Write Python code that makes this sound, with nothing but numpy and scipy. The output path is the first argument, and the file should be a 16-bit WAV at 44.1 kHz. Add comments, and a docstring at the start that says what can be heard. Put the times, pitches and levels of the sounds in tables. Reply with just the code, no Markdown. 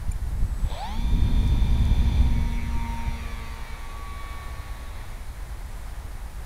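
"""A small electric model plane spins up on a grass field, rolls past, lifts off and climbs away.
Propeller hum, motor whine and airframe rasp sit on multiples of the shaft speed. The tones swell and
sink as the plane turns tail-on, and its echo off the grass lags further as it climbs.
Wind buffets a small microphone over the wash of open country and a steady hiss."""
import sys
import numpy as np
from scipy import signal
from scipy.fft import rfft, irfft, next_fast_len
from scipy.io import wavfile
from scipy.ndimage import uniform_filter1d, map_coordinates

SR = 44100
rng = np.random.default_rng(int(sys.argv[2]) if len(sys.argv) > 2 else 0)


def dump_mix(stems):
    """Bounce the given channels to the path in sys.argv[1] as a 16-bit WAV at rate SR."""
    frames = np.atleast_2d(stems).T  # one column per channel
    limited = np.clip(frames, -1, 1)  # hard clip at full scale
    pcm = np.round(limited * 32767).astype(np.int16)
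    wavfile.write(sys.argv[1], SR, pcm)


N = 284445
TIME = np.arange(N) / SR
TOP_HZ, LIFT_S = 115.77, 2.39  # top shaft speed, lift-off


# Strong tones (2: blade passing; 8 and the tens: motor magnets): shaft_multiple
WHINE_MULTIPLES = (2, 8, 10, 16, 18, 20, 21, 30)
# Directivity, one row per tone: side_db, tail_db, beam_db, beam_deg, beam_width_deg, strain_db
WHINE_TONES = [(-42.5, -56.5, 15, 40.4, 18.6, -15), (-59.5, -65.5, 15.5, 37.8, 10.1, 5),
               (-69.5, -57, 13, 58.2, 7.9, 33), (-61, -63, 11.5, 61, 7.1, -11), (-61, -60, 5.5, 39, 9, -3),
               (-47, -54.5, 6, 61.6, 7.3, -11), (-56, -63.5, 8, 44.5, 6.8, -7),
               (-44.5, -62, 5, 61, 3.8, -12)]

def whine(shaft_hz, shaft_rad, flicker_db=0.8, ring_hz=841, ring_width_hz=125, ring_db=13.8):
    """Propeller and motor tones sweep through an airframe resonance and flicker in the moving air."""
    tail, level_db, load = tail_share(), tone_db(), strain()
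    tones = np.zeros(N)
    for k, (side_db, tail_db, *lobe, strain_db) in zip(WHINE_MULTIPLES, WHINE_TONES):
        aspect_db = side_db + (tail_db - side_db) * tail + beam_db(*lobe)
        resonance_db = ring_db / (1 + ((k * shaft_hz - ring_hz) / ring_width_hz) ** 2)
        db = level_db + aspect_db + strain_db * load + resonance_db + flicker_db * drift(rate_hz=22)
        tones += amp(db) * np.cos(k * shaft_rad + 2 * np.pi * rng.random())
    return np.sqrt(2) * tones


# Motor bell response: freq_hz, gain_db
BELL_SPECTRUM = [(2800, -27), (3500, 0.5), (4200, -0.5), (4750, -5.5), (5050, -15), (5500, -13), (5850, -8),
                 (6400, -10), (7100, -12), (9000, -30)]
# Bell tones: shaft_multiple
BELL_MULTIPLES = (36, 40, 50, 60)
# Directivity, one row per tone: beam_db, beam_deg, beam_width_deg
BELL_BEAMS = [(5, 58, 1.7), (9, 49, 4.4), (10.5, 40, 16), (2, 44, 15)]

def motor_bell(shaft_hz, shaft_rad, shake_rad=0.9, side_db=-58, tail_db=-65, strain_db=11):
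    """The magnets ring the bell's resonances; strain makes the tones louder and rougher."""
    load = strain()
    tones = np.zeros(N)
    for k, lobe in zip(BELL_MULTIPLES, BELL_BEAMS):
        gain = colour(BELL_SPECTRUM, k * shaft_hz) * amp(beam_db(*lobe) + 2.04 * drift(rate_hz=11))
        tones += gain * np.cos(k * shaft_rad + shake_rad * load * drift(rate_hz=150))
    aspect_db = side_db + (tail_db - side_db) * tail_share()
    return np.sqrt(2) * amp(tone_db() + aspect_db + strain_db * load) * tones


# Rasp from the side: freq_hz, gain_db
SIDE_SPECTRUM = [(150, -34), (480, -7), (850, 2), (1300, -10.5), (1750, -7), (2050, -5.5), (2350, 1.5),
                 (2850, -10), (3400, 2), (4200, -12), (5200, -22), (6300, -16.5), (7500, -40), (14000, -41)]
# Rasp from behind: freq_hz, gain_db
TAIL_SPECTRUM = [(150, -4), (480, -9.5), (750, -3), (1150, -1.5), (1500, -7), (1900, 1), (2300, 2.5),
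                 (3000, -11.5), (3650, -5.5), (4300, -12), (5000, -22), (6300, -16), (7500, -27),
                 (14000, -28)]
# Prominent buzz partial: shaft_multiple, boost_db
BUZZ_ACCENTS = {4: 9.9}
# Beamed buzz bands: centre_hz, half_width_hz, beam_db, beam_deg, beam_width_deg
BUZZ_BEAMS = [(2200, 370, 12, 25, 8.7), (4040, 400, 7.5, 62.3, 5.8)]

def rasp(shaft_hz, shaft_rad, fading_db=3.0, chop_depth=0.27):
    """Each turn shakes the airframe into a buzz; the blades chop the air into a swish."""
    level_db, noise_share = rasp_drive()
    tail = tail_share()
    bands = [(centre_hz, width_hz, beam_db(*lobe)) for centre_hz, width_hz, *lobe in BUZZ_BEAMS]
    buzz, power = np.zeros(N), np.full(N, 1e-12)
    for k in range(3, 66):
        if k in WHINE_MULTIPLES or k in BELL_MULTIPLES:
            continue
        pitch_hz = k * shaft_hz
        gain = (1 - tail) * colour(SIDE_SPECTRUM, pitch_hz) + tail * colour(TAIL_SPECTRUM, pitch_hz)
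        gain *= amp(BUZZ_ACCENTS.get(k, 0))
        fade_db = fading_db * drift(rate_hz=18)  # direct and ground paths shift
        band_db = sum(db * bump(pitch_hz, centre_hz, width_hz) for centre_hz, width_hz, db in bands)
        phase_rad = k * shaft_rad + 0.5 * drift(rate_hz=56) + 2 * np.pi * rng.random()
        buzz += gain * amp(fade_db + band_db) * np.cos(phase_rad)
        power += gain ** 2 / 2
    air = (1 - tail) * noise(SIDE_SPECTRUM) + tail * noise(TAIL_SPECTRUM)
    swish = unit(air * (1 + chop_depth * np.cos(2 * shaft_rad)))
    return amp(level_db) * (np.sqrt((1 - noise_share) / power) * buzz + np.sqrt(noise_share) * swish)


def rasp_drive(base_db=-45.5, strain_db=6, roll_db=5, roll_s=0.7, air_share=0.42, ground_share=0.83):
    """Rasp level and noise share: louder under strain, louder and rougher as wheels race through grass."""
    grounded = 0.5 - 0.5 * np.tanh((TIME - LIFT_S) / 0.14)
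    rolling = grounded * np.clip((TIME - roll_s) / (LIFT_S - roll_s), 0, 1)
    aspect_db = 5 * (1 - np.cos(np.radians(heading_deg()))) - 3 * tail_share()
    level_db = plane_db() + base_db + aspect_db + strain_db * strain() + roll_db * rolling
    noise_share = air_share + (ground_share - air_share) * grounded * (1 + rolling)
    return level_db, np.clip(noise_share, 0, 1)


def spin(start_s=0.55, ramp_hz_per_s=286, knee=10):
    """Shaft speed as a share of top speed: a steady ramp that levels off."""
    ramp = np.maximum(TIME - start_s, 1e-4) * ramp_hz_per_s / TOP_HZ
    return ramp / (1 + ramp ** knee) ** (1 / knee)


def strain():
    """Motor load: 1 at rest, 0 at top speed."""
    return 1 - spin() ** 3.1


def shaft(doppler_share=0.042, mid_s=3.01, span_s=2.04):
    """Shaft speed and angle as heard: Doppler lowers the pitch, uneven air load makes it waver."""
    doppler = 1 - doppler_share * np.tanh((TIME - mid_s) / span_s)
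    shaft_hz = TOP_HZ * spin() * doppler * (1 + 0.00064 * drift(rate_hz=13))
    return shaft_hz, 2 * np.pi * np.cumsum(shaft_hz) / SR


# Carry from plane to microphone: time_s, gain_db
CARRY = [(1.1, -3), (2.2, -2), (3.2, 0.5), (3.8, -3.5), (4.6, -7.5), (5.0, -8), (5.5, -17.5), (6.45, -18.8)]

def plane_db(full_hz=62.5, db_per_decade=38):
    """Gain of tones and rasp: up with shaft speed, down as the plane flies off."""
    return curve(CARRY) + db_per_decade * np.log10(np.minimum(spin() * TOP_HZ / full_hz, 1))


def tone_db(smooth_hz=74, db_per_decade=58, surge_db=5, surge_s=0.89):
    """Gain of the tones, which form once the motor runs smoothly and surge as it races up."""
    uneven_db = db_per_decade * np.log10(np.minimum(spin() * TOP_HZ / smooth_hz, 1))
    return plane_db() + surge_db * bump(TIME, surge_s, 0.1) + uneven_db


def heading_deg(abeam_s=1.616, to_45_deg_s=1.55):
    """Angle the plane has gone past abeam."""
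    return np.degrees(np.arctan(np.maximum(TIME - abeam_s, 0) / to_45_deg_s))


def tail_share(mid_deg=27.2, span_deg=5.5):
    """Blend from side-on (0) to tail-on (1)."""
    return 0.5 + 0.5 * np.tanh((heading_deg() - mid_deg) / span_deg)


def beam_db(peak_db, centre_deg, width_deg):
    """Boost as a beam of the plane's sound sweeps over the listener."""
    return peak_db * bump(heading_deg(), centre_deg, width_deg)


def over_grass(direct, echo_gain, low_lag_ms=0.18, high_lag_ms=3.142, climb_s=1.51):
    """Direct sound plus ground reflection: a comb that sweeps down as the plane rises."""
    lag_ms = np.maximum(high_lag_ms * np.tanh((TIME - LIFT_S) / climb_s), low_lag_ms)
    echo = map_coordinates(direct, [(TIME - lag_ms / 1000) * SR], order=3)
    return (direct + echo_gain * echo) / np.hypot(1, echo_gain)


def judder(shaft_rad, peak_s=0.741, half_width_s=0.058, level_db=-41.5):
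    """The motor's uneven first pulls rattle its mount."""
    rattle = noise([(300, -34), (500, -3), (800, -0.5), (1020, -1), (1300, -30),
                    (2800, -26), (3500, -6), (4800, -23), (8000, -50)])
    pulses = 1 + 0.5 * np.cos(2 * shaft_rad)
    return amp(level_db) * bump(TIME, peak_s, half_width_s) * rattle * pulses


# Speed controller whistles: start_s, end_s, level_db, pitch_hz
WHISTLES = [(.22, .82, -57.5, 7937), (5.3, 5.87, -67, 7659)]

def controller(rise_s=0.55, decay_s=0.03):
    """The windings sing at the switching rate in spells of part throttle."""
    whistles = np.zeros(N)
    for start_s, end_s, level_db, pitch_hz in WHISTLES:
        rise = np.clip((TIME - start_s) / rise_s, 0, 1)
        decay = np.exp(-np.maximum(TIME - end_s, 0) / decay_s)
        whistles += amp(level_db) * rise * decay * np.sin(2 * np.pi * pitch_hz * TIME)
    return np.sqrt(2) * whistles


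# Stalk strikes: peak_s, level_db
FLICKS = [(1.478, -42), (1.854, -43)]

def grass_flicks(decay_s=0.0012):
    """Stalks tick against the rolling plane."""
    bursts = sum(amp(level_db) * np.exp(-abs(TIME - peak_s) / decay_s) for peak_s, level_db in FLICKS)
    return bursts * noise([(2000, -19), (4500, 0), (10000, -2), (14000, -11)])


def squeak(peak_s=0.1194, length_s=0.012, pitch_hz=2368):
    """One tiny, thin squeak before the motor starts."""
    harmonics_db = {1: -48, 3: -42, 4: -41, 5: -54}
    tone = sum(amp(db) * np.sin(2 * np.pi * k * pitch_hz * TIME) for k, db in harmonics_db.items())
    swell = np.cos(np.pi * np.clip((TIME - peak_s) / length_s, -0.5, 0.5)) ** 2
    return np.sqrt(2) * swell * tone


# Wind strength: time_s, rumble_db
GUSTS = [(0, -31), (.33, -26), (.72, -28.5), (.8, -35), (1.15, -19.5), (2.35, -20.5), (2.55, -25.5),
         (3.6, -34), (6.45, -34)]
# Single buffets: peak_s, boost_db
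BUFFETS = [(.09, 9.5), (.43, 9), (0.651, 10), (0.991, 4.5), (1.92, 4), (2.205, 5.5), (2.769, 9.5),
           (3.082, 13.5)]
# Large eddies: freq_hz, gain_db
RUMBLE_SPECTRUM = [(5, -5.5), (25, 2.5), (63, -0.5), (85, -8), (120, -16), (180, -28.5), (400, -75)]
# Small eddies: freq_hz, gain_db
FLUTTER_SPECTRUM = [(50, -23.5), (100, 4.5), (140, -1), (200, -4.5), (300, -15), (450, -22.5), (2000, -76)]

def wind(buffet_s=0.016, flutter_growth=1.56):
    """Large eddies rumble on the microphone; small ones flutter in the stronger gusts."""
    rumble_db = curve(GUSTS)
    flutter_db = -30 + flutter_growth * (rumble_db + 20)
    buffet_db = sum(boost_db * bump(TIME, peak_s, buffet_s) for peak_s, boost_db in BUFFETS)
    rumble = amp(rumble_db) * eddies(RUMBLE_SPECTRUM, span_s=0.12)
    flutter = amp(flutter_db) * eddies(FLUTTER_SPECTRUM, span_s=0.22)
    return amp(buffet_db) * (rumble + flutter)


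def eddies(spectrum, span_s):
    """Turbulent pressure, even in strength over spans longer than span_s."""
    pressure = noise(spectrum)
    return pressure / np.sqrt(uniform_filter1d(pressure ** 2, int(span_s * SR)) + 1e-3)


# Distant wash: freq_hz, gain_db
COUNTRY_SPECTRUM = [(60, -20), (250, -0.5), (450, -3), (850, 1), (1300, -4), (1900, -5), (2700, -14),
                    (4000, -16.5), (8000, -24)]

def countryside(level_db=-49, swell_db=1.0):
    """The far wash of open country, gently swelling."""
    return amp(level_db + swell_db * drift(rate_hz=3.3)) * noise(COUNTRY_SPECTRUM)


# Microphone noise floor: freq_hz, gain_db
HISS_SPECTRUM = [(100, 5), (3000, -2), (4100, 2.5), (5200, 0), (7000, 1), (8400, 0), (9100, 3.5),
                 (10300, 3), (11200, -2), (12700, -3.5), (13400, 3), (14000, -8), (15000, -28),
                 (15800, -39)]

def hiss(level_db=-56, flicker_db=0.49):
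    """The microphone's own noise."""
    return amp(level_db + flicker_db * drift(rate_hz=9.8)) * noise(HISS_SPECTRUM)


def amp(db):
    """Decibels to gain."""
    return 10 ** (np.asarray(db) / 20)


def unit(x):
    """Scale to unit rms."""
    return x / np.sqrt(np.mean(x ** 2) + 1e-20)


def bump(x, centre, half_width):
    """Gaussian of height 1."""
    return np.exp(-((x - centre) / half_width) ** 2)


def curve(rows):
    """A (time_s, value) table at every sample."""
    return np.interp(TIME, *np.transpose(rows))


def colour(spectrum, at_hz):
    """Linear gain of a (freq_hz, gain_db) table at at_hz."""
    freq_hz, gain_db = np.transpose(spectrum)
    return amp(np.interp(np.log(at_hz + 1), np.log(freq_hz + 1), gain_db))


def noise(spectrum):
    """Unit-rms noise shaped by a (freq_hz, gain_db) table."""
    size = next_fast_len(N)
    gain = colour(spectrum, np.fft.rfftfreq(size, 1 / SR))
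    return unit(irfft(rfft(rng.standard_normal(size)) * gain)[:N])


def drift(rate_hz, size=4096, grid_hz=500):
    """Unit-rms random wander up to about rate_hz."""
    freq_hz = np.fft.rfftfreq(size, 1 / grid_hz)
    slow = irfft(rfft(rng.standard_normal(size)) / (1 + (freq_hz / rate_hz) ** 2))
    return unit(np.interp(TIME, np.arange(size) / grid_hz, slow))


def scene():
    """Plane, wind and field at one microphone."""
    shaft_hz, shaft_rad = shaft()
    # grass reflects low tones better than treble
    tones = over_grass(whine(shaft_hz, shaft_rad), echo_gain=0.62)
    treble = over_grass(motor_bell(shaft_hz, shaft_rad) + rasp(shaft_hz, shaft_rad), echo_gain=0.29)
    plane = tones + treble + judder(shaft_rad) + controller() + grass_flicks()
    return (plane + squeak() + wind() + countryside() + hiss())[None]


def record(dry):
    """Steep low-pass band limit."""
    cutoff_hz = 15720
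    lowpass = signal.firwin(801, cutoff_hz, window=("kaiser", 9), fs=SR)
    return signal.oaconvolve(dry, lowpass[None], "same")


dry = scene()
out = record(dry)
dump_mix(out)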